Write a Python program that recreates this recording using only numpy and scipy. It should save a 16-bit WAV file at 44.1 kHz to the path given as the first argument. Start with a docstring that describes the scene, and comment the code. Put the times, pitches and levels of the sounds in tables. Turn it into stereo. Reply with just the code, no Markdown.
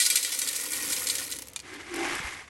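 """Corn into a steel hopper

Dry corn pours from a plastic scoop, close by: kernel clicks patter on the heap, noise bursts and decaying
sines strike and ring the bare wall, and the stream thins to a few stragglers.
Then a duller, hollow crunch, probably the scoop digging into more corn: clicks through shell resonances,
a wobbling groan and soft sine bumps. Filtered noise and a faint hum make the quiet workshop."""
import sys
import numpy as np
from scipy import signal
from scipy.fft import rfft, irfft
from scipy.io import wavfile
from scipy.ndimage import uniform_filter1d

SR = 44100
rng = np.random.default_rng(int(sys.argv[2]) if len(sys.argv) > 2 else 0)


def master(y):
    """Save y as 16-bit WAV."""
    cut = np.clip(np.atleast_2d(y).T, -1, 1)
    pcm = np.round(cut * 32767)  # scale
    wavfile.write(sys.argv[1], SR, pcm.astype(np.int16))


N = 110029

# rel_db: level before the layer's own gain
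# workshop background: time_s, level_db
ROOM_LEVEL = [(0, -70), (.6, -61), (1., -54), (2.49, -57)]
# spectra: freq_hz, density_db (per Hz, relative)
ROOM_COLOUR = [(40, -33), (60, -8.5), (85, 0), (130, -6), (400, -12), (2000, -15.5), (8000, -22),
               (14000, -74)]
DIG_COLOUR = [(300, -20), (480, -10.5), (650, -17.5), (800, -5.5), (950, -9), (1100, -2.5), (1400, -3),
              (1700, 1.5), (2150, -3), (2650, -4.5), (4000, -11), (8600, -13), (11300, -13), (12500, -39)]
PATTER_COLOUR = [(300, -45), (700, -9.5), (1050, 3), (1300, -6.5), (2000, 7.5), (2900, 3), (4500, 3),
                 (8700, 9), (10100, 10), (11300, 14.5), (12600, 3.5), (13800, -13), (15500, -0.5)]
STRIKE_COLOUR = [(300, -22.5), (800, -35), (1300, -19), (2000, -3), (2800, -4), (4500, 3.5), (7000, 3.5),
                 (8700, 7.5), (10000, 6), (11500, 7.5), (12700, -7), (14000, -52)]
PING_COLOUR = [(600, -25), (960, -2), (1300, -12), (2000, -3), (2450, 2), (3100, -0.5), (4400, 3),
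               (6000, 0), (8700, 5), (11500, -3), (14000, -30)]
DRUM_LOW_COLOUR = [(100, -18.5), (220, -13.5), (275, 0.5), (305, 2.5), (370, -10)]
DRUM_HIGH_COLOUR = [(370, -12), (430, -1.5), (485, -1), (522, 4), (580, -10), (800, -29.5)]
# spectrum of reflections: freq_hz, density_db
ECHO_COLOUR = [(20, 7), (1500, 1.5), (6000, 2.5), (9000, -11.5), (16000, 0)]
# soft scoop knocks: start_s, pitch_hz, peak_db, envelope_s (peak at half of it)
BUMPS = [(2.2, 142, -35.5, 0.0055), (2.245, 62.5, -35, 0.014)]
# scoop judders through corn: peak_s, pitch_hz (before wobble), rel_db, half_length_s
JUDDERS = [(1.77, 304, -45, .025), (1.916, 314.7, -40, 0.021), (1.949, 336.8, -28.5, 0.005),
           (1.973, 328.5, -33, 0.019), (2.008, 357, -34.5, 0.019), (2.027, 348.8, -34.5, 0.012),
           (2.075, 348.3, -37.5, 0.013), (2.127, 337.7, -39, .016)]
# crunch of the digging scoop: time_s, level_db
CRUNCH_LEVEL = [(1.62, -63), (1.64, -52), (1.648, -48), (1.76, -42.5), (1.784, -49.5), (1.806, -41),
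                (1.83, -48), (1.936, -41.5), (1.941, -36.5), (1.96, -37), (2.04, -33), (2.13, -32),
                (2.24, -37.5), (2.275, -36), (2.32, -39.5), (2.418, -45), (2.472, -58), (2.482, -47),
                (2.49, -64)]
# hollow rumble of the scoop: time_s, rel_db
HOLLOW_LEVEL = [(1.62, -68), (1.65, -55), (1.77, -49.5), (1.84, -51.5), (1.93, -45.5), (1.95, -35),
                (2.12, -46), (2.18, -53.5), (2.4, -60)]
# kernels cracking against the scoop: start_s, rel_db
SNAPS = [(1.739, -26), (1.9405, -21), (1.9592, -18.5), (2.1518, -17.5)]
# upper resonances of the scoop shell: freq_hz, rel_db, t60_s
SHELL_MODES = [(785, -8.5, 0.16), (1140, -3, 0.011), (1618, -2, 0.087), (2090, 4.5, 0.037),
               (2230, -1.5, 0.055)]
# resonance of the filling scoop: time_s, pitch_hz, level_db
FILLING = [(1.94, 815, -55.5), (2.001, 788, -36.5), (2.055, 791, -37), (2.095, 835, -40), (2.16, 870, -61),
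           (2.25, 900, -47.5)]
# lone kernels on the bare wall: start_s, rel_db
PINGS = [(1.5616, -19), (1.5921, -30.5), (1.601, -31.5)]
# stream on the heap: time_s, rel_db
FLOW = [(0.0, -32.5), (0.224, -35.5), (0.522, -34.5), (.665, -33), (.70, -35.5), (0.766, -31),
        (0.974, -31.5), (1.11, -35), (1.21, -32.5), (1.358, -43), (1.502, -55.5), (1.62, -61)]
# last single kernels on the heap: start_s, rel_db
STRAGGLERS = [(1.3015, -21), (1.3352, -19), (1.3488, -30), (1.3648, -21), (1.3868, -15), (1.3925, -21),
              (1.4205, -19), (1.4238, -20.5), (1.4555, -36), (1.4715, -25), (1.4835, -23.5),
              (1.5335, -25.5), (1.5418, -38)]
# broad resonances of the sheet under the heap: freq_hz (before drift), rel_db, t60_s
SHEET_MODES = [(1469, 2, 0.039), (1877, 2.5, 0.048), (2365, 5.5, 0.035)]
# drumming of the loaded hopper, lower and upper resonance: time_s, rel_db
DRUM_LOW_LEVEL = [(0, -61), (.7, -58), (.85, -48), (1.11, -56.5), (1.19, -55), (1.32, -54.5), (1.36, -58),
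                  (1.62, -64)]
DRUM_HIGH_LEVEL = [(0, -61), (.88, -52.5), (1.01, -49), (1.1, -53), (1.16, -47), (1.34, -59), (1.62, -65)]
# kernel clumps on the wall: start_s, rel_db, body_db (re strength), crack_db (re strength),
# decay_s (1 ms at least)
STRIKES = [(0.0004, -4.5, -10.5, -3, 0.0016), (0.0084, -13.5, -11.5, -10.5, 0.033),
           (0.0198, -11.5, -14, -20, 0.012), (0.0497, -15, -8, -10, 0.017), (0.0612, -9.5, -9, -8, 0.0075),
           (0.1001, -3.5, -11, -5, 0.0018), (0.1067, -10.5, 0.5, -17, 0.00083),
           (0.155, -9, -10, -7.5, 0.01), (0.1699, -9, -3, -18, 0.0025), (0.2267, -18, -10.5, -9, 0.015),
           (0.2469, -7.5, -5.5, -10.5, 0.0013), (0.3185, -16.5, -12, -15, 0.023),
           (0.3464, -17, -7.5, -5, 0.0031), (0.3876, -13, -24, -7, 0.0072),
           (0.4157, -13, -5.5, -2.5, 0.0019), (0.4726, -14.5, -12, -12.5, 0.0077),
           (0.528, -21.5, -5.5, -18, 0.005), (0.4859, -14, -11, -7.5, 0.005),
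           (0.5522, -17.5, -10.5, -16.5, 0.0061), (0.5606, -7.5, -26, -14, 0.005),
           (0.5976, -18, -6.5, -10, 0.0023), (0.7181, -16.5, -18, -7, 0.0045),
           (0.7324, -11, -13.5, -11.5, 0.0037), (0.7827, -23, -26, -16, 0.0028),
           (0.801, -18, -17, -11, 0.002), (0.9004, -20, -14.5, -10.5, 0.011),
           (0.9208, -16, -12, -7, 0.0094), (0.9288, -12.5, -15.5, -12, 0.0081),
           (0.963, -15.5, -9, -15, 0.0051), (1.0413, -23, -25, -5, 0.0035), (1.0685, -14, -8, -9.5, 0.0063),
           (1.0853, -13, -14, -10, 0.0039), (1.0965, -14, -6, -14, 0.0064),
           (1.1044, -17, -16, -7.5, 0.0062), (1.151, -12, -11, -11.5, 0.0045),
           (1.1818, -17, -6.5, -15, 0.0045), (1.3127, -23, -13, -4.5, 0.0049),
           (1.321, -14.5, -8, -20, 0.0039)]
# ringing of the steel wall: freq_hz (before detuning), rel_db, t60_s
WALL_MODES = [(1470, -8, .15), (1965, -4, .1), (2359, -1.5, .09), (2690, -9, .12), (3246, -6, .2),
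              (3772, -7.5, .2), (4340, -6, .15), (4690, -6, .12), (6010, -3, .16), (6670, -6, .18),
              (7558, -3, .15), (7990, -2, .13), (8260, -4, .14), (8645, -4, .14), (9120, -6, .16)]
# two microphone ports: freq_hz, left_lead_rad
PORT_PHASE = [(100, 0), (350, 0.27), (1100, 0.77), (1550, -2), (2600, 0.71), (5300, 1.07), (6700, 0.7),
              (7600, 0.74), (8800, 0.86), (10200, -5), (11900, -4.5), (16000, -14)]
# two microphone ports: freq_hz, left_minus_right_db
PORT_BALANCE = [(200, 0.4), (1150, 2.5), (1900, -1), (3000, 2), (4900, 2.5), (6200, 1), (7300, 2.5),
                (8500, 0.6), (13000, 0)]

TOP_HZ = 15900  # highest click pitch and output cutoff
HUM_HZ, HUM_DB = 64, -8  # peak amplitude re the background
GROAN_DB, GROAN_WOBBLE = -1, 0.045  # wobble: rms share of the pitch
CRUNCH_PER_S, CRUNCH_SCATTER_DB, CRUNCH_S = 2200, 1, 0.001
SCOOP_LOW_HZ, SCOOP_HIGH_HZ, HOLLOW_DB = 272, 404, -0.5  # band radiated by the scoop walls
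SNAP_DB, SNAP_S = -12, 0.0031
SHELL_DB, FILLING_T60_S = -5, 0.057  # shell level re the crunch
PING_DB, PING_S, PING_TAIL_DB, PING_TAIL_S = -1, 0.00055, -8.5, 0.0063
PING_MODE_HZ, PING_MODE_DB, PING_MODE_S, PING_RING_DB = 2410, -14.5, 0.0056, -34
PATTER_DB, KERNELS_PER_S, KERNEL_SCATTER_DB, KERNEL_S = 0.4, 1700, 1.25, 0.0013  # rate at median flow
BOUNCE_DB, BOUNCES_PER_S, BOUNCE_SCATTER_DB, BOUNCE_S = -7, 150, 0.6, 0.0011  # rate at median flow
SHEET_DB, SHEET_DRIFT = -12, 0.014  # drift: rms share of the pitch
STRAGGLER_DB, STRAGGLER_S, DRUM_DB = -9, 0.0018, 0.5
STRIKE_DB, ATTACK_S, TAIL_DB, TAIL_S = 1.5, 0.0025, -22, 0.08
STRIKE_SPLIT_HZ, COPY_GAIN_MAX = 5500, 0.43  # body/crack split; largest gain of the delayed copy
RING_DB, MODE_SCATTER_DB, DETUNE_HZ = -20, 2, 6.7  # scatter and detuning: rms per blow


def undb(db):
    """Decibels to gain."""
    return 10 ** (np.asarray(db) / 20)


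def unit(x):
    """Scale to rms 1."""
    return x / np.sqrt(np.mean(x ** 2) + 1e-18)


def curve(rows):
    """Gain along (time_s, level_db) points, dying away at 600 dB/s outside them."""
    t, (s, db) = np.arange(N) / SR, np.array(rows).T
    outside_s = np.maximum(s[0] - t, 0) + np.maximum(t - s[-1], 0)
    return undb(np.interp(t, s, db) - 600 * outside_s)


def along(points, hz):
    """Read (freq_hz, value) points on a log-frequency axis."""
    f, value = np.array(points).T
    return np.interp(np.log(hz + 1), np.log(f), value)


def colour(x, points):
    """Minimum-phase filter, unit power gain; drops 24 dB/octave for two octaves past its end points."""
    size = 4096
    hz = np.arange(size // 2 + 1) * SR / size + 1
    below_oct = np.maximum(np.log2(points[0][0] / hz), 0)
    above_oct = np.maximum(np.log2(hz / points[-1][0]), 0)
    gain_db = along(points, hz) - 24 * np.minimum(below_oct + above_oct, 2)
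    cepstrum = irfft(np.log(undb(gain_db)))
    # fold to make the response causal
    cepstrum[1:size // 2] *= 2
    cepstrum[size // 2 + 1:] = 0
    response = irfft(np.exp(rfft(cepstrum)))
    return signal.fftconvolve(x, response / np.linalg.norm(response))[:N]


def add(track, s, sound):
    """Mix a sound in at time s."""
    i = int(np.clip(s * SR, 0, N - 1))
    track[i:i + len(sound)] += sound[:N - i]


def fade(t, t60):
    """Exponential decay by 60 dB in t60 seconds."""
    return np.exp(-np.log(1000) * t / t60)


def ring(x, modes):
    """Pass x through decaying (freq_hz, rel_db, t60_s) modes."""
    t = np.arange(SR // 3) / SR
    response = np.zeros(len(t))
    for hz, db, t60 in modes:
        response += undb(db) / np.sqrt(t60) * np.sin(2 * np.pi * hz * t) * fade(t, t60)
    return unit(signal.fftconvolve(x, response)[:N])


def wander(rate_hz):
    """Smooth random drift, about rate_hz turns per second, rms 1."""
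    k = int(SR / rate_hz)
    steps = np.repeat(rng.standard_normal(N // k + 1), k)
    return unit(uniform_filter1d(steps, k)[:N])


def glide(x, hz, t60):
    """Pass x through one resonance of moving pitch: shift to 0 Hz, one-pole decay, shift back."""
    turn = np.exp(2j * np.pi * np.cumsum(hz) / SR)
    pole = fade(1 / SR, t60)
    return unit((turn * signal.lfilter([1], [1, -pole], x / turn)).imag)


def clicks(rate_per_s, scatter_db, decay_s, count=10000):
    """Random kernel contacts: tone-and-noise bursts of random pitch and size; steady mean power."""
    t = np.arange(SR // 200) / SR
    when, keep, size, pitch, phase = rng.random((count, 5)).T
    grit = rng.standard_normal((count, len(t)))
    rate, out = rate_per_s * np.ones(N), np.zeros(N)
    size = undb(scatter_db * np.minimum(-np.log(size), 4))
    # thin the candidates to the wanted rate
    kept = keep < rate[(when * N).astype(int)] * N / SR / count
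    for k in np.flatnonzero(kept):
        tone = np.sqrt(2) * np.sin(2 * np.pi * (pitch[k] * TOP_HZ * t + phase[k]))
        add(out, when[k] * N / SR, size[k] * (tone + grit[k]) * np.exp(-t / decay_s))
    return unit(out / np.sqrt(rate))


def ticks(rows, decay_s):
    """Single dry kernel contacts: short noise bursts with a soft onset."""
    t, out = np.arange(SR // 30) / SR, np.zeros(N)
    envelope = np.sqrt(2 * t / decay_s) * np.exp(-t / decay_s)
    for s, db in rows:
        add(out, s, undb(db) * rng.standard_normal(len(t)) * envelope)
    return out


def space(x, wet_db, t60):
    """Direct sound plus dense, duller reflections that differ left and right."""
    t = np.arange(SR // 3) / SR
    echoes = rng.standard_normal((2, len(t))) * fade(t, t60)
    echoes /= np.linalg.norm(echoes, axis=1, keepdims=True)
    wet = signal.fftconvolve(colour(x, ECHO_COLOUR)[None], echoes, axes=1)[:, :N]
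    return (x + undb(wet_db) * wet) / np.hypot(1, undb(wet_db))


def spread(make, apart_db):
    """Widen a source: one draw shared by both channels plus a separate echo-coloured draw in each."""
    shared = make()
    own = np.array([colour(make(), ECHO_COLOUR) for _ in range(2)])
    return (shared + undb(apart_db) * own) / np.hypot(1, undb(apart_db))


def workshop():
    """Low room rumble from coloured noise, with a faint sine machine hum."""
    rumble = spread(lambda: unit(colour(rng.standard_normal(N), ROOM_COLOUR)), apart_db=-17)
    hum = undb(HUM_DB) * np.sin(2 * np.pi * HUM_HZ * np.arange(N) / SR)
    return curve(ROOM_LEVEL) * (rumble + hum)


def bumps():
    """Dull scoop knocks: heavily damped low sines."""
    t, out = np.arange(SR // 4) / SR, np.zeros(N)
    for s, hz, db, envelope_s in BUMPS:
        envelope = 2 * t / envelope_s * np.exp(1 - 2 * t / envelope_s)
        add(out, s, undb(db) * np.sin(2 * np.pi * hz * t) * envelope)
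    return out


def groan():
    """The scoop sticks and slips; every push swells its lowest mode, a sine of wobbling pitch."""
    t = np.arange(N) / SR
    push = sum(undb(db) * np.exp(-((t - s) / half_s) ** 2) for s, _, db, half_s in JUDDERS)
    s, hz = np.array(JUDDERS).T[:2]
    pitch_hz = np.interp(t, s, hz) * (1 + GROAN_WOBBLE * wander(120))
    return undb(GROAN_DB) * push * unit(np.sin(2 * np.pi * np.cumsum(pitch_hz) / SR))


def scoop():
    """Kernels grind and snap on the scoop, stir its hollow body and a note that dips, then rises as it fills."""
    def grind():
        return clicks(CRUNCH_PER_S, CRUNCH_SCATTER_DB, CRUNCH_S)

    dig = curve(CRUNCH_LEVEL)
    crunch = dig * spread(lambda: unit(colour(grind(), DIG_COLOUR)), apart_db=-2.0)
    shell = undb(SHELL_DB) * dig * spread(lambda: ring(grind(), SHELL_MODES), apart_db=0)
    band = signal.butter(3, [SCOOP_LOW_HZ, SCOOP_HIGH_HZ], "band", fs=SR, output="sos")
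    rumble = spread(lambda: unit(signal.sosfilt(band, grind())), apart_db=0)
    hollow = undb(HOLLOW_DB) * curve(HOLLOW_LEVEL) * rumble
    snaps = undb(SNAP_DB) * colour(ticks(SNAPS, SNAP_S), STRIKE_COLOUR)
    s, hz, db = np.array(FILLING).T
    pitch_hz = np.interp(np.arange(N) / SR, s, hz)
    filling = curve(np.c_[s, db]) * glide(grind(), pitch_hz, FILLING_T60_S)
    return crunch + shell + space(snaps, wet_db=-18, t60=0.058) + hollow + filling


def steel(t):
    """One wall ring: decaying modes, stirred differently at every spot and detuned a little by the load."""
    hz, db, t60 = np.array(WALL_MODES).T[:, :, None]
    size = undb(db + MODE_SCATTER_DB * rng.standard_normal(hz.shape))
    hz = hz + DETUNE_HZ * rng.standard_normal(hz.shape)
    tones = np.sin(2 * np.pi * (hz * t + rng.random(hz.shape)))
    return np.sum(size * tones * fade(t, t60), axis=0)


def pings():
    """A lone kernel on bare steel: sharp noise crack, short note of one mode, faint ring."""
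    t, cracks, rings = np.arange(SR // 5) / SR, np.zeros(N), np.zeros(N)
    envelope = np.exp(-t / PING_S) + undb(PING_TAIL_DB) * np.exp(-t / PING_TAIL_S)
    note = undb(PING_MODE_DB) * np.sin(2 * np.pi * PING_MODE_HZ * t) * np.exp(-t / PING_MODE_S)
    for s, db in PINGS:
        add(cracks, s, undb(db + PING_DB) * envelope * rng.standard_normal(len(t)))
        add(rings, s, undb(db) * (note + undb(PING_RING_DB) * steel(t)))
    return space(colour(cracks, PING_COLOUR) + rings, wet_db=-5, t60=0.041)


def heap():
    """Kernels patter on the heap, fewer as the stream thins; some bounce onto steel; the hopper drums."""
    flow = curve(FLOW)
    share = np.clip(flow / np.median(flow), .12, 1.3)

    def contacts():
        return clicks(KERNELS_PER_S * share, KERNEL_SCATTER_DB, KERNEL_S)

    patter = spread(lambda: unit(colour(contacts(), PATTER_COLOUR)), apart_db=-6.0)
    load = contacts()
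    hits = clicks(BOUNCES_PER_S * share, BOUNCE_SCATTER_DB, BOUNCE_S)
    bounces = undb(BOUNCE_DB) * flow * colour(hits, STRIKE_COLOUR)
    # the shifting load moves the sheet modes
    modes = np.zeros(N)
    for hz, db, t60 in SHEET_MODES:
        modes += undb(db) * glide(load + hits, hz * (1 + SHEET_DRIFT * wander(18)), t60)
    sheet = undb(SHEET_DB) * flow * unit(modes)
    last = undb(STRAGGLER_DB) * colour(ticks(STRAGGLERS, STRAGGLER_S), PATTER_COLOUR)
    drum_low = curve(DRUM_LOW_LEVEL) * unit(colour(load, DRUM_LOW_COLOUR))
    drum_high = curve(DRUM_HIGH_LEVEL) * unit(colour(contacts(), DRUM_HIGH_COLOUR))
    reflected = space(last + sheet + bounces, wet_db=-11, t60=0.02)
    return undb(PATTER_DB) * flow * patter + reflected + undb(DRUM_DB) * (drum_low + drum_high)


def wall():
    """Each clump makes a noise crash of crowded sheet modes with a short tail; a few clear modes ring on."""
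    t, crashes, rings = np.arange(SR // 5) / SR, np.zeros(N), np.zeros(N)
    lower = signal.butter(2, STRIKE_SPLIT_HZ, "low", fs=SR, output="sos")
    upper = signal.butter(2, STRIKE_SPLIT_HZ, "high", fs=SR, output="sos")
    attack = np.minimum(t / ATTACK_S, 1)
    tail = undb(TAIL_DB) * np.exp(-t / TAIL_S)
    for s, db, body_db, crack_db, decay_s in STRIKES:
        body_noise, crack_noise = rng.standard_normal((2, len(t)))
        body = undb(body_db) * unit(signal.sosfilt(lower, body_noise))
        crack = undb(crack_db) * unit(signal.sosfilt(upper, crack_noise))
        crash = body + crack
        # a short delayed copy gives each crash its own colour
        lag_samples = rng.integers(3, 16)
        delayed_copy = COPY_GAIN_MAX * rng.uniform(0.15, 1) * np.roll(crash, lag_samples)
        crash = undb(db + STRIKE_DB) * (crash + delayed_copy)
        add(crashes, s, crash * attack * (np.exp(-t / max(decay_s, 1e-3)) + tail))
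        add(rings, s, undb(RING_DB) * np.std(crash) * attack * steel(t))
    crashes = space(colour(crashes, STRIKE_COLOUR), wet_db=-9, t60=0.045)
    return crashes + space(rings, wet_db=-15, t60=0.011)


def scene():
    """All sources reach two close ports, which shift level and phase between left and right."""
    mix = workshop() + bumps() + groan() + scoop() + pings() + heap() + wall()
    hz = np.arange(N // 2 + 1) * SR / N
    half = np.array([[.5], [-.5]])
    ports = undb(half * along(PORT_BALANCE, hz)) * np.exp(1j * half * along(PORT_PHASE, hz))
    return irfft(rfft(mix) * ports, N)


def record(dry):
    """The recorder cuts the top: steep elliptic low-pass."""
    lowpass = signal.ellip(8, .2, 80, TOP_HZ, fs=SR, output="sos")
    return signal.sosfilt(lowpass, dry)


dry = scene()
out = record(dry)
master(out)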